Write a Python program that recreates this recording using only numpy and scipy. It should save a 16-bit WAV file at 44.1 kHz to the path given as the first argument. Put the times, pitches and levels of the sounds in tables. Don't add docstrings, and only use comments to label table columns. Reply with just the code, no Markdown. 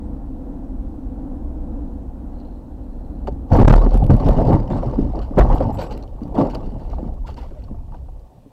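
import sys
import numpy as np
from scipy import signal
from scipy.fft import rfft, irfft, next_fast_len
from scipy.io import wavfile
from scipy.ndimage import uniform_filter1d, map_coordinates

SR = 44100
rng = np.random.default_rng(int(sys.argv[2]) if len(sys.argv) > 2 else 0)


def to_wav(s):
    ch = np.atleast_2d(s).T
    pcm = np.round(np.clip(ch, -1, 1) * 32767)
    wavfile.write(sys.argv[1], SR, pcm.astype(np.int16))


N = 375715
T = np.arange(N) / SR

# time_s, grinding_db
DRAG = [(3.45, -68), (3.52, -25.5), (3.9, -33.5), (4.07, -40.5), (4.3, -24.5), (4.55, -30.5), (4.68, -35.5),
        (4.85, -31), (5.3, -43.5), (5.45, -26), (5.75, -32.5), (6.12, -47), (6.3, -44.5), (6.45, -30.5),
        (6.6, -40.5), (7.05, -45.5), (7.2, -51.5), (7.45, -50), (7.8, -52.5), (8.52, -56)]
DRAG_THUD_DB, DRAG_RATTLE_DB = 6, -24
# start_s, held_s, thudding_db, grinding_db, rattle_db
BUMPS = [(3.515, 0.045, -9, -16.5, -40), (3.582, 0.065, -5.5, -16.5, -38), (3.674, 0.0044, 2, -13, -27),
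         (3.691, 0.018, -4.5, -10.5, -29.5), (3.73, 0.005, -16, -25, -44), (3.756, 0.004, -7, -17, -38),
         (3.81, 0.041, -16, -28.5, -51.5), (3.902, 0.036, -26, -35.5, -46.5),
         (3.939, 0.0051, -8.5, -36, -56), (4.019, 0.025, -13.5, -34, -58), (4.095, 0.0062, 1.5, -18.5, -39),
         (4.195, 0.074, -21.5, -33, -51), (4.259, 0.025, -9, -24, -44), (4.371, 0.18, -16.5, -33.5, -51.5),
         (4.48, 0.059, -13, -20.5, -48), (4.698, 0.071, -21.5, -28, -50.5), (4.759, 0.11, -34, -49, -68),
         (4.976, 0.054, -18.5, -40, -60), (5.144, 0.047, -27.5, -32, -60), (5.37, 0.017, -9, -18.5, -42),
         (5.383, 0.013, -9.5, -13.5, -44), (5.5, 0.039, -17, -21.5, -48), (5.6, 0.021, -22, -24, -52.5),
         (5.783, 0.035, -28, -27.5, -42.5), (5.905, 0.1, -40, -53, -61), (6.216, 0.037, -27, -47, -68),
         (6.344, 0.043, -20, -21.5, -52), (6.376, 0.048, -17, -22.5, -47), (6.53, 0.03, -47, -35, -55),
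         (6.631, 0.13, -29.5, -63, -67), (6.9, 0.045, -53, -48, -60.5), (6.98, 0.094, -34.5, -42.5, -67),
         (7.258, 0.05, -65, -43, -54), (7.365, 0.078, -56, -44.5, -57), (7.47, 0.17, -59, -73, -65.5),
         (7.711, 0.016, -33.5, -53, -84), (7.921, 0.037, -44, -47.5, -65)]
BUMP_ATTACK_S = 0.0051
BUMP_FADES = [298.5, 340.5, 302.5]
# time_s, balance_db
PAN_LOAD = [(3.5, 8), (4.0, 1.5), (4.5, 5), (5.0, 20.5), (5.5, 2.5), (6.4, 19), (6.8, 7.5), (7.05, 24.5),
            (8.5, 4.5)]
# frequency_hz, relative_db (per Hz)
FLOOR_PAN_COLOUR = [(53, -18), (90, 4.5), (124, 7), (189, -5), (273, -7), (362, -22), (400, -16),
                    (520, -53.5), (880, -120)]
# frequency_hz, relative_db (per Hz)
GRINDING_COLOUR = [(190, -27), (330, 5), (369, -3.5), (458, 0), (504, 2.5), (574, 1), (883, -3.5),
                   (1620, -39.5), (1780, -29.5), (2240, -45), (2600, -51.5), (3380, -71), (5720, -120)]
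# frequency_hz, relative_db (per Hz)
RATTLE_COLOUR = [(760, -9), (1300, 0), (1550, -0.5), (1650, -9), (2050, -7.5), (2450, -10.5), (2870, -7.5),
                 (3300, -13.5), (3900, -13), (4510, -14), (5200, -13.5), (6690, -23), (7660, -21),
                 (8580, -29.5), (10300, -32), (14100, -31), (15500, -53.5)]
# frequency_hz, relative_db, t60_s
PANEL_MODES = [(122, 0, .1), (215, 0, .07), (268, 0, .07), (400, -2, .05), (530, -1, .045), (730, -1, .045),
               (890, -1, .04), (1120, -4, .03)]
# frequency_hz, relative_db, t60_s
PLASTIC_MODES = [(1270, -4, 0.015), (1790, -15.5, 0.018), (2863, 11.5, 0.01), (4195, 7, 0.0092),
                 (4520, 5.5, 0.021), (5700, 13.5, 0.0052)]
# start_s, level_db, pitch_hz, t60_s, pressure_sag (share of the swing)
JOLTS = [(3.519, -6, 45, 0.42, 0.2), (3.632, 10, 37, .75, .85), (3.93, -6, 42, 0.53, 0),
         (4.125, -2.5, 37.3, 0.32, 0), (4.278, -5, 38, 0.53, 0.27), (5.394, 4, 47, .25, .2),
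         (5.518, -10, 41.3, 0.3, 0.3)]
# time_s, level_db
BOOM_LEVEL = [(0, -29), (1.97, -28), (2.2, -31), (3.1, -31), (3.33, -22), (3.49, -32), (3.56, -8.5),
              (3.63, -17), (3.8, -20), (3.91, -26), (4.03, -15), (4.21, -23.5), (4.3, -11.5), (4.7, -24),
              (5.36, -23), (5.47, -15), (5.56, -17.5), (5.9, -30.5), (6.35, -30.5), (6.7, -26.5),
              (7.13, -25.5), (7.3, -29.5), (8.08, -30), (8.21, -41), (8.52, -54)]
# frequency_hz, relative_db (per Hz)
CABIN_COLOUR = [(11, -45), (18, -4.5), (27, 4), (43, 1), (65, -0.5), (85, -11.5), (97, -10.5), (162, -19),
                (200, -26.5), (260, -46), (440, -120)]
# start_s, relative_db, favoured_pitch_hz
KNOCKS = [(3.273, -14, 890), (3.281, -9, 460), (3.52, -13.5, 596), (3.538, -4, 496), (3.558, -6, 400),
          (3.594, -6, 500), (3.698, -2, 590), (3.737, 4, 610), (3.76, -8, 500), (3.815, -20, 597),
          (3.864, -1, 338), (3.945, -1, 305), (4.002, -13.5, 400), (4.098, -5, 150), (4.205, -9, 334),
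          (4.268, -10, 493), (4.293, -14, 594), (4.324, -13, 680), (4.385, -5.5, 480), (4.415, -14, 550),
          (4.496, -10, 403), (4.52, -7, 845), (4.603, -6.5, 169), (4.705, -12, 500), (4.745, -13, 280),
          (4.779, -18, 250), (4.829, -11, 600), (4.865, -6.5, 141), (4.934, -12.5, 540), (4.987, -5, 270),
          (5.027, -9, 247), (5.31, -16.5, 280), (5.372, -3, 400), (5.382, 2.5, 550), (5.392, 5, 530),
          (5.409, -9.5, 795), (5.433, -14, 500), (5.449, -9.5, 700), (5.51, -16, 400), (5.518, -22, 600),
          (5.533, -14.5, 900), (5.605, -3.5, 494), (5.79, -13, 593), (6.217, -15, 213), (6.37, -15.5, 805),
          (6.385, -2.5, 302), (6.408, -8.5, 600), (6.418, -8, 200), (6.425, -5.5, 270), (6.46, -10.5, 500),
          (6.575, -17, 201), (6.932, -22.5, 900), (6.946, -25, 214), (6.983, -23, 794), (6.996, -21, 268),
          (7.029, -16.5, 245), (7.288, -20.5, 814), (7.516, -28.5, 390), (7.683, -33, 1100),
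          (7.712, -20.5, 215), (7.745, -33, 755), (7.921, -31.5, 1110), (8.085, -31.5, 730),
          (8.462, -30.5, 295)]
# start_s, level_db, length_s
SCRAPES = [(3.272, -42.5, 0.015), (4.197, -49.5, 0.018), (4.7, -52, 0.0068), (5.214, -51.5, 0.048),
           (5.786, -43, 0.064), (5.908, -45, 0.041), (6.498, -46.5, 0.03), (6.549, -34, 0.008),
           (6.63, -59, 0.083), (6.793, -60.5, 0.12), (7.271, -49, 0.046), (7.366, -51.5, 0.07)]
# start_s, length_s, level_db, first_pitch_hz, last_pitch_hz
CREAKS = [(3.942, 0.026, -11, 216, 316), (4.018, 0.015, -20, 700, 800), (4.288, 0.015, -13.5, 495, 703),
          (4.545, 0.035, -16, 259, 304), (5.47, 0.028, -38, 900, 970), (5.64, 0.084, -30, 898, 857),
          (5.895, 0.04, -34.5, 834, 890), (6.44, 0.049, -34, 947, 810), (6.925, 0.0237, -39, 598, 1010),
          (6.984, 0.026, -29.5, 925, 257), (7.243, 0.023, -42, 995, 950), (7.374, 0.026, -39, 964, 900),
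          (7.543, 0.065, -43, 610, 570)]
# start_s, relative_db
CLICKS = [(3.5232, -32), (3.567, -29), (3.597, -35), (3.644, -29), (3.651, -30), (3.676, -31), (3.683, -31),
          (3.7014, -32), (3.7314, -31), (3.7596, -20), (3.739, -30), (3.818, -46), (3.9433, -31),
          (3.9755, -31), (4, -40), (4.042, -36), (4.066, -35), (4.1046, -42.5), (4.106, -36),
          (4.123, -40.5), (4.139, -37), (4.1674, -34.5), (4.2884, -30), (4.2974, -33), (4.311, -35),
          (4.415, -40.5), (4.534, -35), (5.379, -43.5), (5.387, -28), (5.3925, -23.5), (5.409, -32.5),
          (5.45, -46), (5.509, -49.5), (5.537, -51), (5.606, -39), (5.977, -34.5), (6.28, -52),
          (6.3457, -43.5), (6.387, -40), (6.428, -45), (7.1423, -50)]
# frequency_hz, relative_db (per Hz)
CLICK_COLOUR = [(600, -26), (1300, 6.5), (3000, 6.5), (6000, -3.5), (14500, -3.5), (15800, -15.5)]
# start_s, relative_db, favoured_pitch_hz
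TICKS = [(2.3995, -45, 4200), (3.3243, -50, 4200), (3.866, -37.5, 1800), (3.908, -40, 4200),
         (3.93, -46, 2900), (4.121, -40, 2880), (4.197, -41, 2940), (4.8289, -42, 3000), (4.86, -44, 4500),
         (4.912, -39, 4500), (5.1306, -47, 4200), (5.156, -41, 4200), (5.1906, -33.5, 4170),
         (5.432, -45, 2900), (5.5824, -31, 2970), (5.6892, -37, 1800), (5.9142, -36, 2900),
         (5.974, -38.5, 2900), (6.0264, -37.5, 4600), (6.036, -41.5, 4500), (6.077, -46, 2900),
         (6.2334, -36, 4200), (6.3725, -43, 2930), (6.6283, -47, 2900), (6.9, -40.5, 4200),
         (6.9314, -45, 2900), (7.3423, -39.5, 4500), (7.639, -43, 4200), (7.683, -42, 1800),
         (7.9209, -53, 2900), (7.953, -56, 4500), (8.1938, -51, 4200)]
# start_s, relative_db
JINGLES = [(5.5484, -46.5), (5.7274, -46.5), (5.7424, -42.5), (5.8142, -46), (5.8294, -45.5)]
# frequency_hz, relative_db, t60_s
KEY_MODES = [(7200, 9, 0.066), (7740, 2, 0.27), (10900, 1, 0.22), (11700, 6, 0.097), (13600, 8, .06)]
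# time_s, relative_db
BUZZ_LEVEL = [(2.2, -100), (2.36, -72), (2.44, -69), (2.6, -78), (2.75, -84), (3.0, -78), (3.2, -76),
              (3.4, -110)]
# time_s, level_db
ROAR_LEVEL = [(0, -36.5), (2.0, -36.5), (2.8, -38), (3.45, -36), (3.8, -88)]
# frequency_hz, relative_db (per Hz)
ROAR_COLOUR = [(88, -45), (150, -13), (192, -5.5), (275, -0.5), (302, -4), (371, -15), (420, -19),
               (496, -13.5), (601, -19), (791, -19), (1240, -36.5), (1390, -37), (2190, -53), (3350, -61),
               (4000, -59.5), (5200, -78.5), (8800, -120)]
# time_s, turn_rate_hz, drone_relative_db
WHEELS = [(0, 9.66, -40), (.8, 9.72, -40), (1.6, 9.8, -39), (1.8, 9.7, -40), (2.0, 9.42, -43),
          (2.2, 9.2, -55), (3.3, 8, -60)]
TREAD_PARTIALS = {23: -6, 24: -9, 27: 0, 28: -4, 30: -1, 32: -6, 51: -14}
# frequency_hz, relative_db (per Hz)
HISS_COLOUR = [(880, -38), (1500, -13.5), (1920, -10.5), (2160, -18), (2410, -11.5), (5150, -16.5),
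               (14200, -20), (15800, -24)]
# frequency_hz, relative_db
WHINE_TONES = [(4237, -95.5), (8032, -93.5)]
HISS_DB, TOP_HZ = -71.5, 15900


def amp(db):
    return 10 ** (np.asarray(db) / 20)


def unit(x):
    return x / np.sqrt(np.mean(x ** 2) + 1e-20)


def curves(rows):
    s, *cols = np.transpose(rows)
    return [np.interp(T, s, c) for c in cols]


def wobble(rate):
    coarse = T[::64]
    knots = rng.standard_normal(int(N * rate / SR) + 4)
    return np.interp(T, coarse, map_coordinates(knots, [coarse * rate]))


def filtered(x, response):
    m = next_fast_len(N + SR // 2)
    hz = np.fft.rfftfreq(m, 1 / SR)
    return irfft(rfft(x, m) * response(hz), m)[:N]


def coloured(x, points):
    f, db = np.transpose(points)
    log_f = np.log(f + 1)
    return unit(filtered(x, lambda hz: amp(np.interp(np.log(hz + 1), log_f, db))))


def patchy(depth_db):
    spectra = signal.stft(rng.standard_normal(N + 512), nperseg=512)[2]
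    field = uniform_filter1d(rng.standard_normal(spectra.shape), 4, 0)
    field = uniform_filter1d(field, 6, 1, mode="wrap")
    return signal.istft(spectra * amp(depth_db * unit(field)), nperseg=512)[1][:N]


def gritty(rate, spread_db, burst_s, share):
    starts = (rng.random(N) < rate / SR) * amp(spread_db * rng.standard_normal(N))
    fade = np.exp(-T[:SR // 10] / burst_s)
    share = np.clip(share, 0, .9)
    bursts = unit(signal.fftconvolve(starts, fade)[:N])
    lumps = share * bursts + 1 - share
    slow_power = uniform_filter1d(uniform_filter1d(lumps ** 2, SR // 20), SR // 20)
    return lumps / np.sqrt(slow_power) * patchy(3.3)


def pelted(modes, rate, spread_db):
    t, out = T[:SR // 8], np.zeros(N)
    for hz, db, t60 in modes:
        blows = (rng.random(N) < rate / SR) * amp(spread_db * rng.standard_normal(N))
        onset = 1 - np.exp(-t / 0.00047)
        ring = amp(db - 60 * t / t60) * np.sin(2 * np.pi * hz * t) * onset
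        out += signal.oaconvolve(blows, ring)[:N]
    return unit(out)


def struck(events, modes, gain_db, scatter, crack, attack_s, focus_db=0):
    out, t = np.zeros(N + SR), T[:SR // 7]
    hz, level, t60 = np.transpose(modes)[..., None]
    chance = rng.standard_normal((len(events), 2, len(modes), 1))
    for (s, db, *pitch), (strength, detune) in zip(events, chance):
        near_db = -focus_db * np.abs(np.log2(hz / pitch[0])) if pitch else 0
        decay = amp(level + near_db + 2.2 * strength - 60 * t / t60)
        ring = decay * np.sin(2 * np.pi * hz * (1 + scatter * detune) * t)
        rough = 1 + crack * rng.standard_normal(len(t) // 8 + 1).repeat(8)[:len(t)]
        onset = 1 - np.exp(-t / attack_s)
        out[round(s * SR):][:len(t)] += amp(db + gain_db) * ring.sum(axis=0) * rough * onset
    return out[:N]


def sliding():
    thudding, grinding, rattling = shaking()
    thud = coloured(gritty(40, 1.2, 0.0071, 0.23), FLOOR_PAN_COLOUR)
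    lower = filtered(thud, lambda hz: 1 / (1 + (hz / 185) ** 8))
    upper = thud - lower
    half_load_db = curves(PAN_LOAD)[0] / 2
    thud = amp(-half_load_db) * lower + amp(half_load_db) * upper
    grind = coloured(gritty(90, 9, 0.012, 0.5), GRINDING_COLOUR)
    grind = grind + 0.5 * pelted(PANEL_MODES[3:], 60, 3.7)
    rattle = coloured(gritty(160, 6, 0.003, 0.5), RATTLE_COLOUR)
    rattle = rattle + .23 * pelted(PLASTIC_MODES[:5], 60, 5)
    return thudding * thud + grinding * grind + rattling * rattle


def shaking():
    drag_db = curves(DRAG)[0]
    steady = amp([drag_db + DRAG_THUD_DB, drag_db, drag_db + DRAG_RATTLE_DB])
    power, t = np.zeros((3, N + SR)), T[:SR // 3]
    rise = np.clip(t / BUMP_ATTACK_S, 0, 1)
    for s, held, *db in BUMPS:
        fading_s = np.clip(t - BUMP_ATTACK_S - held, 0, None)
        fade_db = np.outer(BUMP_FADES, fading_s)
        power[:, round(s * SR):][:, :len(t)] += (rise * amp(np.c_[db] - fade_db)) ** 2
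    return np.sqrt(power[:, :N] + steady ** 2)


def jolts():
    out, t = np.zeros(N + SR), T[:SR]
    onset = 1 - np.exp(-t / 0.005)
    for s, db, hz, t60, sag in JOLTS:
        swing = -np.sin(2 * np.pi * hz * t) - sag * np.exp(-t / 0.11)
        out[round(s * SR):][:SR] += amp(db - 60 * t / t60) * swing * onset
    return out[:N]


def boom():
    return amp(curves(BOOM_LEVEL)[0] + 0.79 * wobble(14)) * coloured(rng.standard_normal(N), CABIN_COLOUR)


def knocks():
    return struck(KNOCKS, PANEL_MODES, -2.2, scatter=0.044, crack=0.0063, attack_s=0.0012, focus_db=16)


def scrapes():
    contact, t = np.zeros(N + SR), T[:SR // 5]
    for s, db, length in SCRAPES:
        contact[round(s * SR):][:len(t)] += amp(db) * np.exp(-(t / length) ** 2)
    rasp = coloured(gritty(150, 5, 0.004, 0.5), RATTLE_COLOUR)
    rasp = rasp + .5 * pelted(PLASTIC_MODES[1:5], 500, 4)
    return contact[:N] * unit(rasp)


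def creaks():
    waver, shiver_db = 0.036 * wobble(90), 4 * wobble(120)
    out = np.zeros(N)
    for s, length, db, first_hz, last_hz in CREAKS:
        span = slice(round(s * SR), round((s + length) * SR))
        u = (T[span] - s) / length
        hz = first_hz * (last_hz / first_hz) ** u * (1 + waver[span])
        tone = np.sin(2 * np.pi * np.cumsum(hz) / SR)
        out[span] += amp(db + shiver_db[span]) * np.sin(np.pi * u) * tone
    return out


def ticks():
    return struck(TICKS, PLASTIC_MODES, -11.5, scatter=0.031, crack=0.42, attack_s=0.00077, focus_db=17.5)


def jingle():
    return struck(JINGLES, KEY_MODES, -17.0, scatter=0.002, crack=0.057, attack_s=0.0011)


def buzz():
    modes = [(4180, 0, .011), (2900, -6, .008)]  # frequency_hz, relative_db, t60_s
    return amp(curves(BUZZ_LEVEL)[0] - 1) * pelted(modes, 140, 3)


def rolling():
    turns_hz, drone_db = curves(WHEELS)
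    turn = 2 * np.pi * np.cumsum(turns_hz) / SR
    drone = np.zeros(N)
    for k, db in TREAD_PARTIALS.items():
        drone += amp(db + 1.5 * wobble(1.62)) * np.sin(k * turn + 2 * np.pi * rng.random())
    roar = amp(curves(ROAR_LEVEL)[0] + 0.87 * wobble(6.17)) * coloured(patchy(0.37), ROAR_COLOUR)
    return roar + amp(drone_db) * (T < 3.5) * drone


def overload_clicks():
    burst, t = np.zeros(N + SR), T[:SR // 100]
    for s, db in CLICKS:
        burst[round(s * SR):][:len(t)] += amp(db - 2.5) * np.exp(-t / 0.00056)
    return burst[:N] * coloured(rng.standard_normal(N), CLICK_COLOUR)


def scene():
    impacts = sliding() + jolts() + boom() + knocks()
    details = scrapes() + creaks() + ticks() + jingle()
    return (impacts + details + buzz() + rolling() + overload_clicks())[None]


def clip(x, top, hardness):
    return x / (1 + np.abs(x / top) ** hardness) ** (1 / hardness)


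def record(dry):
    x = clip(dry[0], 0.59, 12) + .025 * dry[0]
    x = filtered(x, lambda hz: 1j * hz / (7 + 1j * hz))
    x = clip(x, .75, 18)
    whine = np.zeros(N)
    for hz, db in WHINE_TONES:
        whine += amp(db + 6.5 + 1.8 * wobble(3.6)) * np.sin(2 * np.pi * hz * T)
    x = x + amp(HISS_DB) * coloured(patchy(1.3), HISS_COLOUR) + whine
    return filtered(x, lambda hz: hz < TOP_HZ)[None]


dry = scene()
out = record(dry)
to_wav(out)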